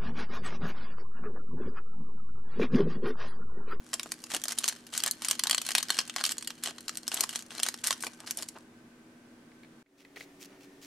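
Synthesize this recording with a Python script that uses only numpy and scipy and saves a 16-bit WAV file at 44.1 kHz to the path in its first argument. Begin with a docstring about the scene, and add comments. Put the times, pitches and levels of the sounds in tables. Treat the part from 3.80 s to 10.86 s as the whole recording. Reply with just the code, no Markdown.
"""Over a low hum, foil creases snap one by one through a fine crackle, with soft bumps, close by in a small room.
Light plastic taps follow; the sound drops abruptly, fades in on a higher hum, and taps mix with gritty scrapes.
The foil sachet is squeezed and shaken: short noise bursts and swells of tiny grains ring its hollow body.
A plastic spoon knocks a resonant tray and ploughs powder, which is again made of swelling grains.
Filtered noise gives the air, wavering sines the hum, and decaying noise the room's echoes."""
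import sys
import numpy as np
from scipy import signal
from scipy.fft import rfft
from scipy.io import wavfile
from scipy.ndimage import uniform_filter1d

SR = 44100
rng = np.random.default_rng(int(sys.argv[2]) if len(sys.argv) > 2 else 0)


def inscribe(sig):
    """Save sig as 16-bit PCM at rate SR to the path in sys.argv[1].

    A 1-D sig is mono; a 2-D sig holds one channel per row.
    Samples are clipped to [-1, 1] before scaling.
    """
    pcm = np.round(np.clip(np.atleast_2d(sig).T, -1, 1) * 32767)
    wavfile.write(sys.argv[1], SR, pcm.astype(np.int16))


N = 311346
TAPS = 4096  # length of the colouring filters
HZ, TIME = np.fft.rfftfreq(TAPS, 1 / SR), np.arange(N) / SR
BREAK_S = 6.028  # when the sound drops and the background moves up in pitch

# squeezes and shakes of the sachet, before layer trims:
# (start [s], end [s], level [dB], brightness [dB per octave])
SQUEEZE_MOVES = [(0.128, 0.144, -29, -1.2), (0.498, 0.58, -34.5, -1.5), (0.68, 0.734, -35, -1.0),
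                 (0.771, 0.925, -41, -1.7), (1.123, 1.211, -35.5, -1.0), (1.228, 1.294, -36, -4.5),
                 (1.407, 1.563, -40, -0.8), (1.638, 1.761, -46, -6), (1.845, 1.928, -36, 0.6),
                 (1.95, 2.013, -33.5, -1.8), (2.087, 2.221, -37.5, -1.5), (2.361, 2.429, -37.5, -3.4),
                 (2.435, 2.53, -32.5, 0.3), (2.826, 2.918, -36.5, -2), (3.316, 3.445, -35.5, -1.5),
                 (3.495, 3.608, -42.5, -1), (3.704, 3.812, -42, -3), (3.822, 3.892, -37, -2.0),
                 (4.034, 4.137, -32, -0.3), (4.202, 4.28, -39.5, 2.5), (4.388, 4.445, -53.5, -10),
                 (4.464, 4.519, -40.5, -1.4), (4.568, 4.647, -40.5, 0.9), (4.753, 4.776, -43.5, -12.5)]
# spectrum of creasing foil: (frequency [Hz], level [dB])
FOIL_SPECTRUM = [(130, -33), (330, -13), (520, -12), (690, -6.5), (880, -7.5), (1100, -3.5), (1700, -1),
                 (2450, -3.5), (3100, 0), (3650, -2), (4250, 0), (4900, 0.5), (8500, 0), (12000, -8),
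                 (14000, -18), (16000, -41)]
# spectrum of gritty powder, which also colours the hiss: (frequency [Hz], level [dB])
POWDER_SPECTRUM = [(200, -12), (1100, -7.5), (2400, 2.5), (3800, -0.5), (5800, 1.5), (9000, -7),
                   (15500, -11)]
# channel difference of sound from close by: (frequency [Hz], side over mid [dB])
NEAR_WIDTH = [(600, -24.5), (2000, -17), (12000, -2)]
# channel difference of sound from all around: (frequency [Hz], side over mid [dB])
DIFFUSE_WIDTH = [(40, -10), (150, -20.5), (350, -12.5), (750, -5), (2500, -0.5)]


def amp(db):
    """Decibels to amplitude."""
    return 10 ** (np.asarray(db) / 20)


def rms(x):
    """Root mean square over all channels, kept above zero."""
    return np.sqrt(np.mean(x ** 2) + 1e-20)


def read(points, hz):
    """Reads a table by straight lines over log frequency."""
    f, value = np.transpose(points)
    return np.interp(np.log(hz + 1), np.log(f + 1), value)


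def tilted(spectrum, db_per_octave):
    """Large facets and slow contacts sound dull, small and quick ones bright."""
    pivot_hz, flat_below_hz = 3500, 1000
    octaves = np.log2(np.maximum(HZ, flat_below_hz) / pivot_hz)
    return read(spectrum, HZ) + db_per_octave * octaves


def colour(x, db):
    """Causal minimum-phase filter with the given gain at each of HZ."""
    log_gain = np.log(amp(np.r_[db, db[-2:0:-1]]))
    response = np.fft.ifft(np.exp(np.conj(signal.hilbert(log_gain)))).real
    return signal.fftconvolve(x, response)


def stereo(pair, db, width):
    """Colours two signals into mid and side, with the width set over frequency."""
    mid = colour(pair[0], db)
    side = colour(pair[1], db + read(width, HZ))
    return np.array([mid + side, mid - side])


def add(mix, s, sound):
    """Lays a sound into the mix at s seconds, cut at the end of the mix."""
    part = mix[:, round(s * SR):][:, :sound.shape[1]]
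    part += sound[:, :part.shape[1]]


def ring(x, modes):
    """What a body with these resonances adds to a sound."""
    out = 0
    for hz, width, db in modes:
        out = out + amp(db) * signal.lfilter(*signal.iirpeak(hz, hz / width, SR), x)
    return out


def click(shape_db, level_db, ring_s, after_db, after_s, facet_db):
    """A sudden buckle, a second slip just behind it and a weak after-ring, with resonances of its own."""
    t = TIME[:TAPS // 2]
    since_slip = t - (1 + 2 * rng.random()) * ring_s
    slip = rng.random() ** 2 * (since_slip > 0) * np.exp(-abs(since_slip) / ring_s)
    envelope = np.exp(-t / ring_s) + slip + amp(after_db) * np.exp(-t / after_s)
    attack = np.minimum(t * 4000, 1)  # a quarter of a millisecond
    pair = rng.standard_normal((2, len(t))) * envelope * attack
    pair[0, SR // 4000] += 2 * rng.choice([-1, 1])  # the blow, as the attack ends
    # the blow is evened out over frequency, so its broad colour comes from the thing that rings
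    uneven_db = 10 * np.log10(uniform_filter1d(abs(rfft(pair[0], TAPS)) ** 2, size=70))
    pair[0] = colour(pair[0], uneven_db.mean() - uneven_db)[:len(t)]
    facets = uniform_filter1d(rng.standard_normal(len(HZ)), size=60)
    sound = stereo(pair, shape_db + facet_db * facets / rms(facets), NEAR_WIDTH)
    return amp(level_db) * sound / rms(sound[:, :SR // 200])  # level over the first 5 ms


def grains(count, per_s, spread_db):
    """Two noises follow one train of tiny slips: very many small ones, a few large."""
    steps = np.minimum(rng.exponential(1, count), 6)
    happens = rng.random(count) < per_s / SR
    size = amp(spread_db * steps) * happens
    decay = np.exp(-1 / (.0007 * SR))  # the power of each slip dies in 0.7 ms
    power = signal.lfilter([1], [1, -decay], size ** 2)
    return rng.standard_normal((2, count)) * np.sqrt(power)


def rub(rows, spectrum, per_s, spread_db, taper):
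    """Each movement is a swell of grains."""
    out = np.zeros((2, N))
    for start, end, level_db, tilt in rows:
        count = max(round((end - start) * SR), SR // 200)
        pair = grains(count, per_s, spread_db) * signal.windows.tukey(count, taper)
        sound = stereo(pair, tilted(spectrum, tilt), NEAR_WIDTH)
        add(out, start, amp(level_db) * sound / rms(sound[:, :count]))
    return out


def background(hiss_db):
    """After the break the whole background sits higher in pitch and a faint hiss joins it."""
    noise = rng.standard_normal((2, N))
    hiss = stereo(noise, read(POWDER_SPECTRUM, HZ), NEAR_WIDTH)[:, :N]
    before = ambience(air_db=-58.0, waver=0.15)
    after = ambience(air_db=-58.5, waver=0.15, raised=True)
    after += amp(hiss_db) * hiss / rms(hiss)
    return np.where(TIME < BREAK_S, before, after)


def ambience(air_db, waver, raised=False):
    """Air noise and machine tones of slightly wavering phase, all moved up in frequency when raised."""
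    # room air before any raise: (frequency [Hz], level [dB])
    air_spectrum = [(20, -13), (65, -18), (160, -3.5), (300, -2), (480, -9), (850, -15.5), (1480, -17.5),
                    (1540, -9), (1610, -17), (4000, -27), (9000, -30.5), (15500, -42)]
    # machine hum before any raise: (frequency [Hz], rms level [dB])
    hum_tones = [(108, -76), (229.3, -66), (242.2, -60.5), (320.3, -65)]
    pitch = 1.176 if raised else 1  # frequency ratio
    noise = rng.standard_normal((2, N))
    air = stereo(noise, read(air_spectrum, HZ / pitch), DIFFUSE_WIDTH)[:, :N]
    out = amp(air_db) * air / rms(air)
    knots = np.linspace(0, TIME[-1], N // (SR // 2))  # about two a second
    for hz, db in hum_tones:
        drift = np.interp(TIME, knots, rng.standard_normal(len(knots)))
        phase = 2 * np.pi * (hz * pitch * TIME + rng.random()) + waver * drift
        out += amp(db) * np.sqrt(2) * np.sin(phase)
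    return out


def sachet():
    """Loud snaps, crackle under each squeeze and small creases around them all ring the hollow sachet."""
    # the loudest creases, before the snap trim:
    # (time [s], level over 5 ms [dB], brightness [dB per octave])
    loud_snaps = [(0.1395, -25.5, 1.5), (0.196, -30.5, -3), (0.2318, -35.0, 3), (0.319, -28.5, 0.4),
                  (0.4395, -37.5, 1), (0.547, -25.5, 0), (0.565, -30.0, 0.8), (0.6382, -28.5, 2.2),
                  (0.6548, -34, -1.7), (0.6824, -28.5, 2.5), (0.7213, -31.5, 2), (0.7857, -23, 3.7),
                  (0.8415, -25, -1.1), (0.857, -34.5, -0.5), (0.879, -25, 2.5), (0.885, -23, 2.5),
                  (0.8889, -27.5, 3), (1.177, -24.5, 4.5), (1.2369, -23, 1), (1.262, -26.5, 1.3),
                  (1.2771, -27.5, 1.2), (1.3113, -24.5, 9.5), (1.4475, -28, -0.2), (1.485, -24.5, 1.1),
                  (1.5109, -20, 1), (1.5937, -25.5, 2.5), (1.6366, -22.5, 1), (1.6704, -25.5, 0.5),
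                  (1.6965, -25, 0), (1.7103, -20, 1.2), (1.7293, -28.5, -1), (1.7465, -23.5, -1.6),
                  (1.7797, -25.5, -0.6), (1.8168, -31.5, 2), (1.8889, -28.5, 0), (1.9183, -33.5, 2.5),
                  (1.9509, -18.5, -0.5), (1.9817, -22.5, 1.2), (2.028, -27.5, 2), (2.1034, -22.0, -1.7),
                  (2.1884, -20.5, -1.8), (2.2969, -34, -2.8), (2.3625, -27.5, -2), (2.4393, -24, -1),
                  (2.4513, -24, 1), (2.5189, -29.5, 7), (2.582, -31.5, 1.3), (2.6252, -37, -0.5),
                  (2.674, -30, 3), (2.7046, -36.5, -1.4), (2.837, -28.5, 3), (2.9825, -42, -2),
                  (3.0813, -32, -0.5), (3.0933, -31.5, -1), (3.172, -31.5, 4.3), (3.2791, -26.5, 3.2),
                  (3.3424, -25.5, 9), (3.4072, -20, 7), (3.4383, -27.5, -0.5), (3.492, -32.5, 0.8),
                  (3.5581, -27.5, -1.5), (3.7993, -31, -2), (3.8318, -20.5, 2.5), (3.8864, -25.5, -0.9),
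                  (3.941, -35.5, -2.7), (4.0411, -29, 1.2), (4.071, -23.0, 4.5), (4.107, -22.5, -1.6),
                  (4.237, -32.5, -9), (4.2675, -33, -3), (4.5092, -27, 3.7), (4.5722, -31.5, 8),
                  (4.6871, -36.0, 4.5)]
    # resonances of the hollow sachet: (frequency [Hz], width [Hz], level [dB])
    pouch_modes = [(3070, 340, -2), (4220, 150, 3)]
    # how strongly they ring as the grip changes: (time [s], level [dB])
    pouch_grip = [(0.6, -28), (0.85, -5.5), (1.3, -7.5), (1.75, 2.5), (2.45, -4), (2.9, 0.5), (4.7, -27)]
    snap_trim_db, crackle_trim_db = 0.31, -5
    rustle_db, rustle_growth = -51, .24  # level at full strain, exponent of its growth with strain

    snaps = amp(snap_trim_db) * creases(loud_snaps)
    crackle = rub(SQUEEZE_MOVES, FOIL_SPECTRUM, per_s=900, spread_db=3.4, taper=.15)
    # the foil keeps rustling softly while it is strained, shortly before and after each snap
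    strain = signal.fftconvolve(snaps[0] ** 2, signal.windows.hann(SR * 3 // 10), "same")
    ticks = grains(N, per_s=500, spread_db=4.2)
    ticks = stereo(ticks, read(FOIL_SPECTRUM, HZ), NEAR_WIDTH)[:, :N]
    rustle = ticks / rms(ticks) * (abs(strain) / strain.max()) ** rustle_growth

    foil = snaps + creases(small_creases()) + creases(stray_ticks())
    foil += amp(crackle_trim_db) * crackle + amp(rustle_db) * rustle
    grip = amp(np.interp(TIME, *np.transpose(pouch_grip)))
    return foil + ring(foil * grip, pouch_modes)


def creases(rows):
    """Each crease buckles once and rings the foil: a quick decay, then a longer, weaker after-ring."""
    out = np.zeros((2, N))
    for s, level_db, tilt in rows:
        snap = click(tilted(FOIL_SPECTRUM, tilt), level_db,
                     ring_s=.0009, after_db=-15.5, after_s=.006, facet_db=3.9)
        add(out, s, snap)
    return out


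def small_creases():
    """Lesser creases give way at random through each squeeze, following its loudness and brightness."""
    per_s, trim_db = 30, 3
    scatter_db, scatter_tilt = 4, 1.6  # up or down: dB, dB per octave
    rows = []
    for start, end, level_db, tilt in SQUEEZE_MOVES:
        count = int((end - start) * per_s)
        for k, (when, size, bright) in enumerate(rng.uniform(-1, 1, (count, 3))):
            s = start + (k + .5 + .5 * when) / count * (end - start)
            rows.append((s, level_db + trim_db + scatter_db * size, tilt + scatter_tilt * bright))
    return rows


def stray_ticks():
    """Tiny creases relax at random for as long as the sachet is held."""
    count, first_s, last_s = 56, 0.2, 4.7
    level_db, scatter_db = -47.5, 5
    when, size, bright = rng.random((count, 3)).T
    times = np.interp(np.arange(count) + when, [0, count], [first_s, last_s])
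    return zip(times, level_db + scatter_db * (2 * size - 1), 2 * (2 * bright - 1))


def bumps():
    """Hand and sachet brush the tray with a dull, grainy thud."""
    # soft bumps: (start [s], end [s], level [dB], brightness [dB per octave])
    bump_moves = [(.135, .16, -51, 2), (.252, .266, -46, -1), (.51, .585, -46.5, -10),
                  (2.84, 2.92, -50.5, 3), (3.32, 3.44, -48, 3), (4.235, 4.285, -47, 0),
                  (4.57, 4.65, -53, 4.5)]
    # spectrum of a bump: (frequency [Hz], level [dB])
    thud_spectrum = [(120, -22), (340, -1), (500, -6), (680, -0.5), (880, -6.5), (1100, -5), (1800, -13.5),
                     (4000, -23.5), (15000, -51.5)]
    return rub(bump_moves, thud_spectrum, per_s=300, spread_db=3, taper=.4)


def room(x, wet_db, ring_db, early_db):
    """Quick echoes off table and hands, a diffuse tail whose treble dies first, and one faint ring."""
    # room decay: (frequency [Hz], time to fall 60 dB [s])
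    room_decay = [(1600, 0.63), (12000, 0.063)]
    hz, t, z = signal.stft(rng.standard_normal((2, SR // 2)), SR, nperseg=256)
    fall = amp(-60 * t / read(room_decay, hz)[:, None])
    pair = signal.istft(z * fall, SR, nperseg=256)[1]
    t = TIME[:pair.shape[1]]
    pair *= (t > .002) * (1 + amp(early_db) * np.exp(-t / .008))  # 2 ms gap, then strong early echoes
    pair[0] += amp(ring_db - 60 * t / 2.4) * np.sin(2 * np.pi * 1545 * t)
    tail = stereo(pair, np.zeros(len(HZ)), DIFFUSE_WIDTH)
    tail /= np.linalg.norm(tail[0])
    return amp(wet_db) * signal.fftconvolve(x, tail, axes=1)[:, :N]


def spoon():
    """Plastic knocks on plastic ring the tray, and the bowl of the spoon ploughs the powder."""
    # light knocks on the tray, before trim: (time [s], level over 5 ms [dB], brightness [dB per octave])
    knock_hits = [(5.717, -60.5, -.5), (5.833, -53.5, 1.5), (5.847, -56, -0.5), (6.061, -52, -1.5),
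                  (6.249, -48, 2), (6.360, -45, 4), (6.369, -42.5, -1.5), (6.407, -41.5, 2.5)]
    # spectrum of the tray: (frequency [Hz], level [dB])
    tray_spectrum = [(150, -21), (430, -3), (1150, -11), (1700, -3), (2100, 2), (2500, -5.5), (3500, -13),
                     (4300, -10.5), (5600, -25.5), (15000, -33.5)]
    # resonances of the tray: (frequency [Hz], width [Hz], level [dB])
    tray_modes = [(463, 120, -3), (2120, 330, -8)]
    # strokes through the powder: (start [s], end [s], level [dB], brightness [dB per octave])
    powder_strokes = [(6.17, 6.235, -58, -1.5), (6.355, 6.46, -56, -.6), (6.59, 6.67, -52.5, 1.2),
                      (6.67, 6.79, -66, -10), (6.795, 6.865, -62, -0.5), (7.01, 7.08, -54.5, 1)]
    knocks = np.zeros((2, N))
    for s, level_db, tilt in knock_hits:
        knock = click(tilted(tray_spectrum, tilt), level_db,
                      ring_s=.0016, after_db=-15, after_s=.009, facet_db=1)
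        add(knocks, s, knock)
    scrapes = rub(powder_strokes, POWDER_SPECTRUM, per_s=1400, spread_db=3.4, taper=.5)
    return amp(-1.0) * (knocks + ring(knocks, tray_modes)) + scrapes


def scene():
    """Sachet, bumps and spoon stand close by, excite the room and sit over the background."""
    near = sachet() + bumps() + spoon()
    near = near * amp([[.25], [-.25]])  # channel balance in dB
    echoes = room(near, wet_db=-13.0, ring_db=-22.5, early_db=15.5)
    return near + echoes + background(hiss_db=-71.0)


def record(dry):
    """The sound drops almost to nothing at the break and fades back in; then a low-pass limits the band."""
    rise = np.clip(0.031 + (TIME - BREAK_S) / 0.4, 0, 1)
    fade = np.where(TIME < BREAK_S, 1, rise)
    low_pass = signal.firwin(511, 16000, window=("kaiser", 9), fs=SR)  # cutoff in Hz
    return signal.oaconvolve(dry * fade, low_pass[None], "same")


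dry = scene()
out = record(dry)
inscribe(out)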